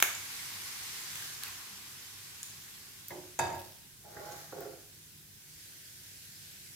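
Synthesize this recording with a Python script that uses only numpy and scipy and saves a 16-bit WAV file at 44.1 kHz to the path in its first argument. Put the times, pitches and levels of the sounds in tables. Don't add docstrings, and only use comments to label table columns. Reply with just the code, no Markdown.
import sys
import numpy as np
from scipy import signal
from scipy.fft import rfft, irfft
from scipy.io import wavfile
from scipy.ndimage import uniform_filter1d

SR = 44100
rng = np.random.default_rng(int(sys.argv[2]) if len(sys.argv) > 2 else 0)


def transcribe(u):
    v = np.clip(np.atleast_2d(u).T, -1, 1)
    q = np.round(v * 32767).astype(np.int16)
    wavfile.write(sys.argv[1], SR, q)


N = 297675
T = np.arange(N) / SR
HZ = np.fft.rfftfreq(N, 1 / SR)

# (frequency [Hz], likeness [0-1])
MIC_LIKENESS = [(40, 0.64), (120, 0.79), (300, 0.89), (700, 0.48), (1400, 0.27), (3000, 0), (16000, 0)]
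# (frequency [Hz], level flat [dB], level tipped [dB], t60 [s])
STOVE_MODES = [(149, -13, -13.5, .12), (270, -13, -9, .05), (341, -2, -3, .12), (366, -4, -3, .1),
               (408, -9, 1, .1), (472, -4, -3, .07), (523, -8, 0, .15), (572, -5, -4, .07),
               (626, 1, -6, .11), (678, 0, -4, .13), (752, -4, -1, .1), (829, 1, -5, .09),
               (900, -7, -7, .06), (1080, -2, 0, 0.022), (1357, -3, 2, 0.035), (1450, 0, -1, 0.04),
               (1590, -12, -2, 0.038), (1880, -7, -12, 0.062), (2050, -13, -14, .033)]


def amp(db):
    return 10 ** (np.asarray(db) / 20)


def unit(x):
    return x / np.sqrt(np.mean(x ** 2) + 1e-20)


def read(points, hz):
    f, value = np.transpose(points)
    return np.interp(np.log(hz + 1), np.log(f + 1), value)


def colour(x, spectrum):
    return unit(irfft(rfft(x) * amp(read(spectrum, HZ)), N))


def pair(x):
    likeness = np.clip(read(MIC_LIKENESS, HZ), -1, 1)
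    left, other = rfft(x)
    right = likeness * left + np.sqrt(1 - likeness ** 2) * other
    return irfft(np.array([left, right]), N)


def wander(rate_hz):
    return unit(irfft(rfft(rng.standard_normal(N)) / (1 + (HZ / rate_hz) ** 4), N))


def clicks(per_s, spread_db):
    size = amp(spread_db * np.minimum(rng.exponential(1, N), 5))
    occurs = rng.random(N) < per_s / SR
    return unit(size * occurs * rng.standard_normal((2, N)))


def since(s):
    return np.maximum(T - s, 0)


def envelope(start, rise_s, end, fade_db_per_s):
    return np.minimum(since(start) / rise_s, 1) * amp(-fade_db_per_s * since(end))


def add(mix, s, sound):
    part = mix[:, max(round(s * SR), 0):][:, :sound.shape[-1]]
    part += sound[..., :part.shape[1]]


def kitchen(x, wet_db):
    # (frequency [Hz], t60 [s])
    decay_times = [(150, 0.65), (500, 0.51), (2000, 0.53), (6000, 0.54), (15000, 0.35)]
    hz, t, z = signal.stft(pair(rng.standard_normal((2, N)))[:, :SR], SR, nperseg=256)
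    tail = signal.istft(z * amp(-60 * t / read(decay_times, hz)[:, None]), SR, nperseg=256)[1]
    tail *= np.clip((T[:tail.shape[1]] - .002) / 0.00057, 0, 1)
    return x + amp(wet_db) * signal.fftconvolve(x, tail / np.linalg.norm(tail[0]), axes=1)[:, :N]


def snap(spectrum, t60):
    z = rfft(rng.standard_normal((2, 4096)) * amp(-60 * T[:4096] / t60))
    hz = np.fft.rfftfreq(4096, 1 / SR)
    z[1] += z[0] * 4 * np.clip(read(MIC_LIKENESS, hz), 0, 1)
    burst = irfft(z / abs(z) * amp(read(spectrum, hz)))[:, :1024]
    return burst / np.linalg.norm(burst, axis=1, keepdims=True)


def cracks():
    # (time [s], level [dB])
    bursts = [(.002, -6.5), (.025, 8.5), (0.033, -6)]
    # (frequency [Hz], level [dB])
    crack_spectrum = [(200, -25), (340, -12.5), (480, -7.5), (600, -9.5), (800, -3.5), (960, -1.5),
                      (1200, -2), (1650, 6.5), (1900, -2), (2220, 8), (2700, -1), (3700, -1.5), (4800, -16),
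                      (6500, 2.5), (9000, -11), (12000, 1), (16000, -8)]
    out = np.zeros((2, N))
    for s, db in bursts:
        add(out, s, amp(db) * snap(crack_spectrum, t60=0.012))
    return kitchen(out, wet_db=-5.0)


def boiling(simmer_db=-6.5, simmer_hold_s=1.25, simmer_fade_db_per_s=5.5, drying_db_per_s=3):
    # (start [s], rise [s], fade from [s], fizz level [dB], wet bubbles relative to fizz [dB])
    wettings = [(0, 0.00082, 0.054, -42.5, -4), (0, 0.34, 1.256, -44, -6.5), (1.41, 0.015, 1.357, -47.5, 3),
                (4.3, 0.26, 5.2, -58, -34), (5.15, 0.48, 7.29, -52.5, -34)]
    fizz_power = wet_power = 0
    for start, rise_s, end, db, wet_db in wettings:
        flash = envelope(start, rise_s, end, fade_db_per_s=34) ** 2
        covered_area = np.cumsum(flash) / SR
        simmer = covered_area * amp(simmer_db - simmer_fade_db_per_s * since(end + simmer_hold_s)) ** 2
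        power = amp(db) ** 2 * (flash + simmer)
        fizz_power += power
        wet_power += power * amp(wet_db - drying_db_per_s * since(end)) ** 2
    return np.sqrt(fizz_power), np.sqrt(wet_power)


def patchy(x, depth_db):
    z = signal.stft(x, nperseg=512)[2]
    patches = uniform_filter1d(rng.standard_normal(z.shape[:0:-1]), size=12, axis=0)
    patches = uniform_filter1d(patches, size=7, axis=1)
    return unit(signal.istft(z * amp(depth_db * unit(patches).T), nperseg=512)[1][:, :N])


def ladle_hollow(bubbles, lift_s=0.91, glide_s=0.36, near_hz=2170, far_hz=1520, width_hz=690):
    hz = far_hz + (near_hz - far_hz) * np.exp(-since(lift_s) / glide_s)
    carrier = np.exp(2j * np.pi * np.cumsum(hz) / SR)
    pole = np.exp(-np.pi * width_hz / SR)
    resonance = carrier * signal.lfilter([(1 - pole) ** 2], np.poly([pole, pole]), bubbles / carrier)
    return amp(-16.5 - 17 * since(lift_s)) * unit(resonance.real)


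def sizzle():
    # (frequency [Hz], level [dB])
    fizz_spectrum = [(600, -12), (1230, -15.5), (1520, -1), (2000, -1.5), (2600, -1.5), (4000, 0),
                     (4600, 0.5), (5300, 1.5), (5800, 0), (6300, 1.5), (6800, -1.5), (7400, 0.3),
                     (8300, -2), (11000, -2), (13300, -1.5), (13900, -10), (15000, -2.5), (16000, -27)]
    # (frequency [Hz], level [dB])
    wet_spectrum = [(300, -9.5), (430, -7.5), (580, -18), (780, -4), (930, -2.5), (1080, 2.5), (1280, -1),
                    (1600, -0.5), (2600, -1), (4500, -2.5), (8000, -10), (16000, -31)]
    fizz_gain, wet_gain = boiling()
    fizz = colour(rng.standard_normal((2, N)) + .45 * clicks(2500, 1.6), fizz_spectrum)
    fizz = fizz_gain * patchy(fizz, depth_db=1.1)
    bubbles = pair(rng.standard_normal((2, N)) + 0.26 * clicks(700, 1.3))
    wet = wet_gain * colour(bubbles, wet_spectrum) + fizz_gain * ladle_hollow(bubbles)
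    return fizz * amp(0.13 * wander(36.9)) + wet * amp(0.56 * wander(24))


def hum(uneven_db=0.7):
    # (frequency [Hz], level [dB])
    hum_spectrum = [(20, -16), (48, -3.5), (75, -3.5), (100, 1.5), (130, 0.5), (180, -6), (250, -11),
                    (380, -10), (550, -23.5), (1100, -20.5), (3000, -24), (8000, -15.5), (13000, -13.5),
                    (15500, -14), (16500, -31.5)]
    # (frequency [Hz], width [Hz], level [dB])
    room_tones = [(97.5, 4, -70), (154, 3, -71.5), (195, 5, -77)]
    noise = pair(rng.standard_normal((2, N)))
    bass = signal.lfilter(*signal.butter(1, 300, fs=SR), noise)
    bass_swell = bass * (amp(uneven_db * wander(7.5)) - 1)
    rumble = amp(-58.5) * colour(noise + bass_swell, hum_spectrum)
    for hz, width, db in room_tones:
        peak = 1 / (1 + (2 * (HZ - hz) / width) ** 2)
        rumble += amp(db) * unit(irfft(rfft(rng.standard_normal(N)) * peak, N))
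    return rumble


def spits_and_ticks(snap_t60=0.0082):
    # (time [s], level [dB], pitch [Hz], ring t60 [s], snap [gain])
    events = [(0.1507, -28, 7200, .012, 0.4), (.967, -38, 3780, 0.0035, 1), (1.1565, -35, 1990, 0.006, 1.3),
              (1.2238, -37, 1610, 0.022, 1.3), (1.4352, -28.5, 4500, 0.005, 1.6),
              (1.469, -36.5, 2500, 0.012, 0.4), (1.484, -33, 14000, 0.004, 0.5),
              (2.4308, -25, 7050, 0.0045, 0.25), (2.431, -25, 9400, 0.003, 0.45),
              (3.084, -33, 14400, 0.02, 1.1), (4.3215, -34.5, 6700, 0.0047, 0),
              (4.6072, -29, 14900, 0.003, 0.15)]
    out, t = np.zeros((2, N)), T[:2048]
    for s, db, hz, t60, snap_gain in events:
        burst = rng.standard_normal((2, len(t))) * amp(-60 * t / snap_t60)
        ping = np.sin(2 * np.pi * hz * t) * amp(-60 * t / t60)
        low_cut = signal.butter(2, .4 * hz, "high", fs=SR)
        add(out, s, amp(db) * signal.lfilter(*low_cut, ping + snap_gain * burst))
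    return kitchen(out, wet_db=-2.5)


def ring(modes, corner_hz, clank=0, rise_s=.0002, flutter=.55):
    out = np.zeros((2, SR))
    for k, (hz, db, t60) in enumerate(modes):
        t = T[:min(int(1.2 * t60 * SR), SR)]
        polarity = (-1) ** k
        decay = amp(db - 60 * t / t60) / np.hypot(1, hz / corner_hz)
        contact = 1 + clank * (hz > 5500) * np.exp(-t / .006)
        mode = polarity * decay * contact * np.exp(2j * np.pi * hz * t)
        knots = rng.standard_normal((2, 128, 2)) @ [1, 1j]
        if hz < 1000:
            knots[1] = knots[0]
            depth, per_s = flutter, 75
        else:
            depth, per_s = 1.0, 115
        wobble = np.array([np.interp(t * per_s, np.arange(128), row) for row in knots])
        wobble *= np.minimum(t / .008, 1)
        add(out, 0, (mode * (1 + depth * wobble)).imag)
    return out * (1 - np.exp(-T[:SR] / rise_s))


def knock(noise, corner_hz, t60=0.31, bass_hz=520, bass_rise_s=0.0097):
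    hz = np.fft.rfftfreq(SR, 1 / SR)
    z = rfft(noise) / np.hypot(1, hz / corner_hz)
    bass = irfft(z / (1 + (hz / bass_hz) ** 10), SR)
    return (irfft(z, SR) - bass * np.exp(-T[:SR] / bass_rise_s)) * amp(-60 * T[:SR] / t60)


def ladle():
    # (time [s], knock [dB], hardness corner [Hz], bowl ring [dB],
    # handle ring [dB], table boom [dB], tap [dB], cup click [dB])
    blows = [(3.105, -35.5, 696, -64, -33.5, -50, -36, -41.5), (3.148, -47, 455, -69, -27, -62, -50, -59),
             (3.39, -27, 12100, -21, -27, -25.5, -1, -43), (3.438, -32, 1800, -36, -57, -45, -18, -53),
             (3.466, -41, 2000, -48, -62, -50, -17, -56), (3.503, -39, 700, -54, -34, -39, -15, -50),
             (3.526, -42.5, 1000, -31, -52, -38, -21, -60), (3.548, -44, 1200, -50, -61, -53, -23, -60)]
    # (frequency [Hz], level [dB], t60 [s])
    bowl_modes = [(560, -16, .18), (655, -11, .22), (750, -10, .34), (856, -11.5, .28), (920, -1.5, .29),
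                  (962, -7, .15), (1643, -11.5, .28), (1675, -12.5, .3), (2570, -20.5, .3),
                  (2612, -17.5, .33), (3655, -19, .38), (3705, -23.5, .32), (4750, -22.5, .3),
                  (4815, -21.5, .3), (6010, -20.5, .26), (6490, -18.5, .14), (7210, -13.5, .2),
                  (8460, -22, .27), (9800, -24, .2), (11130, -24.5, .28), (12580, -24.5, .27),
                  (13650, -27, .1), (14380, -31, .3)]
    # (frequency [Hz], level [dB], t60 [s])
    handle_modes = [(299, -13, .28), (359, 1, .32), (599, -11, .22)]
    # (frequency [Hz], level [dB], t60 [s])
    table_modes = [(95, -9, .55), (128, -8, .35)]
    # (frequency [Hz], level [dB], t60 [s])
    cup_modes = [(1677, -2, 0.099), (1880, -2, .1), (2053, -3.5, 0.11), (2150, -1, .08)]
    # (frequency [Hz], level [dB])
    tap_spectrum = [(200, -38), (700, -20), (1200, 8), (1700, 10), (2300, 5), (3000, -9), (5000, -13),
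                    (6800, 6), (8500, -12), (16000, -14)]
    # (frequency [Hz], level [dB])
    thud_spectrum = [(40, -20), (75, -9), (135, -8.5), (180, -13), (260, -15), (340, -10), (450, -10),
                     (520, -3.5), (620, -.5), (930, -4), (1120, -15), (1500, -15.5), (2000, -16),
                     (3000, -24), (7000, -26), (16000, -38)]
    rings, knocks = np.zeros((2, 2, N))
    thud = colour(pair(rng.standard_normal((2, N))), thud_spectrum)
    for k, (s, knock_db, corner_hz, bowl_db, handle_db, table_db, tap_db, cup_db) in enumerate(blows):
        add(rings, s, amp(bowl_db) * ring(bowl_modes, corner_hz, clank=2.6))
        add(rings, s, amp(handle_db) * ring(handle_modes, corner_hz, rise_s=0.03, flutter=0.3))
        add(rings, s, amp(table_db) * ring(table_modes, corner_hz, rise_s=0.032))
        add(rings, s, amp(cup_db) * ring(cup_modes, corner_hz=np.inf))
        add(rings, s, amp(tap_db) * snap(tap_spectrum, t60=0.04))
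        add(knocks, s, amp(knock_db) * knock(thud[:, k * SR // 2:][:, :SR], corner_hz))
    return amp(-5) * kitchen(rings, wet_db=-9) + amp(-4) * kitchen(knocks, wet_db=-2)


def handle_on_rim():
    # (frequency [Hz], level [dB])
    rasp_spectrum = [(1500, -7), (3700, -0.5), (5000, 0), (7200, -9), (9500, -9), (12000, 1), (13500, -6),
                     (14350, 7), (15000, -11), (16000, 1)]
    rasp = colour(clicks(900, 1.16), rasp_spectrum)
    return amp(-50.5) * rasp * envelope(start=3.52, rise_s=.04, end=3.625, fade_db_per_s=70)


def stove_modes(s, tip_s=4.48):
    return [(hz, tipped_db if s > tip_s else flat_db, t60) for hz, flat_db, tipped_db, t60 in STOVE_MODES]


def rubbed(slip_spectrum, hz, t60, swell_db=2.5, pitch_drift=.013, drift_hz=6):
    width_hz = np.log(1000) / (np.pi * t60)
    offset_hz = HZ - hz
    tone = np.fft.ifft(slip_spectrum / (1 + 2j * offset_hz / width_hz) / (1 + (offset_hz / 150) ** 2), N)
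    lock = .3 if hz < 850 else 0
    tone = (tone / (abs(tone) + 1e-12) ** lock).real
    tone *= amp(swell_db * wander(drift_hz))
    drifted_time = T + pitch_drift * np.cumsum(wander(drift_hz)) / SR
    return np.sqrt(t60) * unit(np.array([np.interp(drifted_time, T, side) for side in tone]))


def pan_on_grate():
    # (start [s], rise [s], fade from [s], rubbing [dB],
    # brightness corner [Hz], grit rise [s], grit fade from [s], grit [dB])
    slides = [(4.035, 0.018, 4.07, -52.5, 600, 0.051, 4.04, -57.5),
              (4.08, 0.14, 4.34, -48, 2600, 0.24, 4.406, -51),
              (4.519, 0.0073, 4.68, -45.5, 380.3, 0.1, 4.61, -59.5)]
    # (frequency [Hz], level [dB])
    grit_spectrum = [(600, -11), (1500, 0.5), (2700, -8), (4000, -4.5), (6400, -2.5), (8500, -10),
                     (13000, -4.5), (16000, -11)]
    # (time [s], ring [dB], hardness corner [Hz], clack [dB])
    bumps = [(4.168, -56, 2998, -19), (4.524, -42.5, 800, -30), (4.548, -47.5, 490, -40),
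             (4.578, -45, 440, -38), (4.606, -44, 420, -39), (4.621, -49, 500, -28), (4.648, -50, 500, -35),
             (4.657, -46, 500, -39), (4.73, -51, 405, -46)]
    # (frequency [Hz], level [dB])
    clack_spectrum = [(300, 3.5), (1100, -7), (1500, 4), (2050, 2), (2500, -28), (16000, -42)]
    slip_spectrum = rfft(clicks(1400, 0.71))
    tones = [rubbed(slip_spectrum, hz, t60) for hz, _, _, t60 in STOVE_MODES]
    grit = colour(clicks(3700, 0.62), grit_spectrum)
    sliding = np.zeros((2, N))
    for start, rise_s, end, rub_db, corner_hz, grit_rise_s, grit_end, grit_db in slides:
        rub = sum(tone * amp(db) / np.hypot(1, hz / corner_hz)
                  for tone, (hz, db, _) in zip(tones, stove_modes(start)))
        sliding += amp(rub_db) * rub * envelope(start, rise_s, end, fade_db_per_s=188)
        sliding += amp(grit_db) * grit * envelope(start, grit_rise_s, grit_end, fade_db_per_s=71)
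    out = pair(sliding)
    for s, ring_db, corner_hz, clack_db in bumps:
        add(out, s, amp(ring_db) * ring(stove_modes(s), corner_hz))
        add(out, s, amp(clack_db) * snap(clack_spectrum, t60=0.03))
    return kitchen(out, wet_db=-2.5)


def scene():
    return sizzle() + cracks() + spits_and_ticks() + ladle() + handle_on_rim() + pan_on_grate() + hum()


def record(dry, low_cut_hz=42, band_limit_hz=16100):
    # (frequency [Hz], left minus right [dB])
    mic_balance = [(60, -3), (380, -5), (700, -1.5), (1150, -1.9), (2400, 0), (5000, 0), (9000, -1),
                   (15000, -1)]
    balanced = irfft(rfft(dry) * amp(np.outer([.5, -.5], read(mic_balance, HZ))), N)
    trimmed = signal.lfilter(*signal.butter(2, low_cut_hz, "high", fs=SR), balanced)
    lowpass = signal.firwin(511, band_limit_hz, window=("kaiser", 9), fs=SR)
    return signal.oaconvolve(np.clip(trimmed, -1, 1), lowpass[None], "same", axes=1)


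dry = scene()
out = record(dry)
transcribe(out)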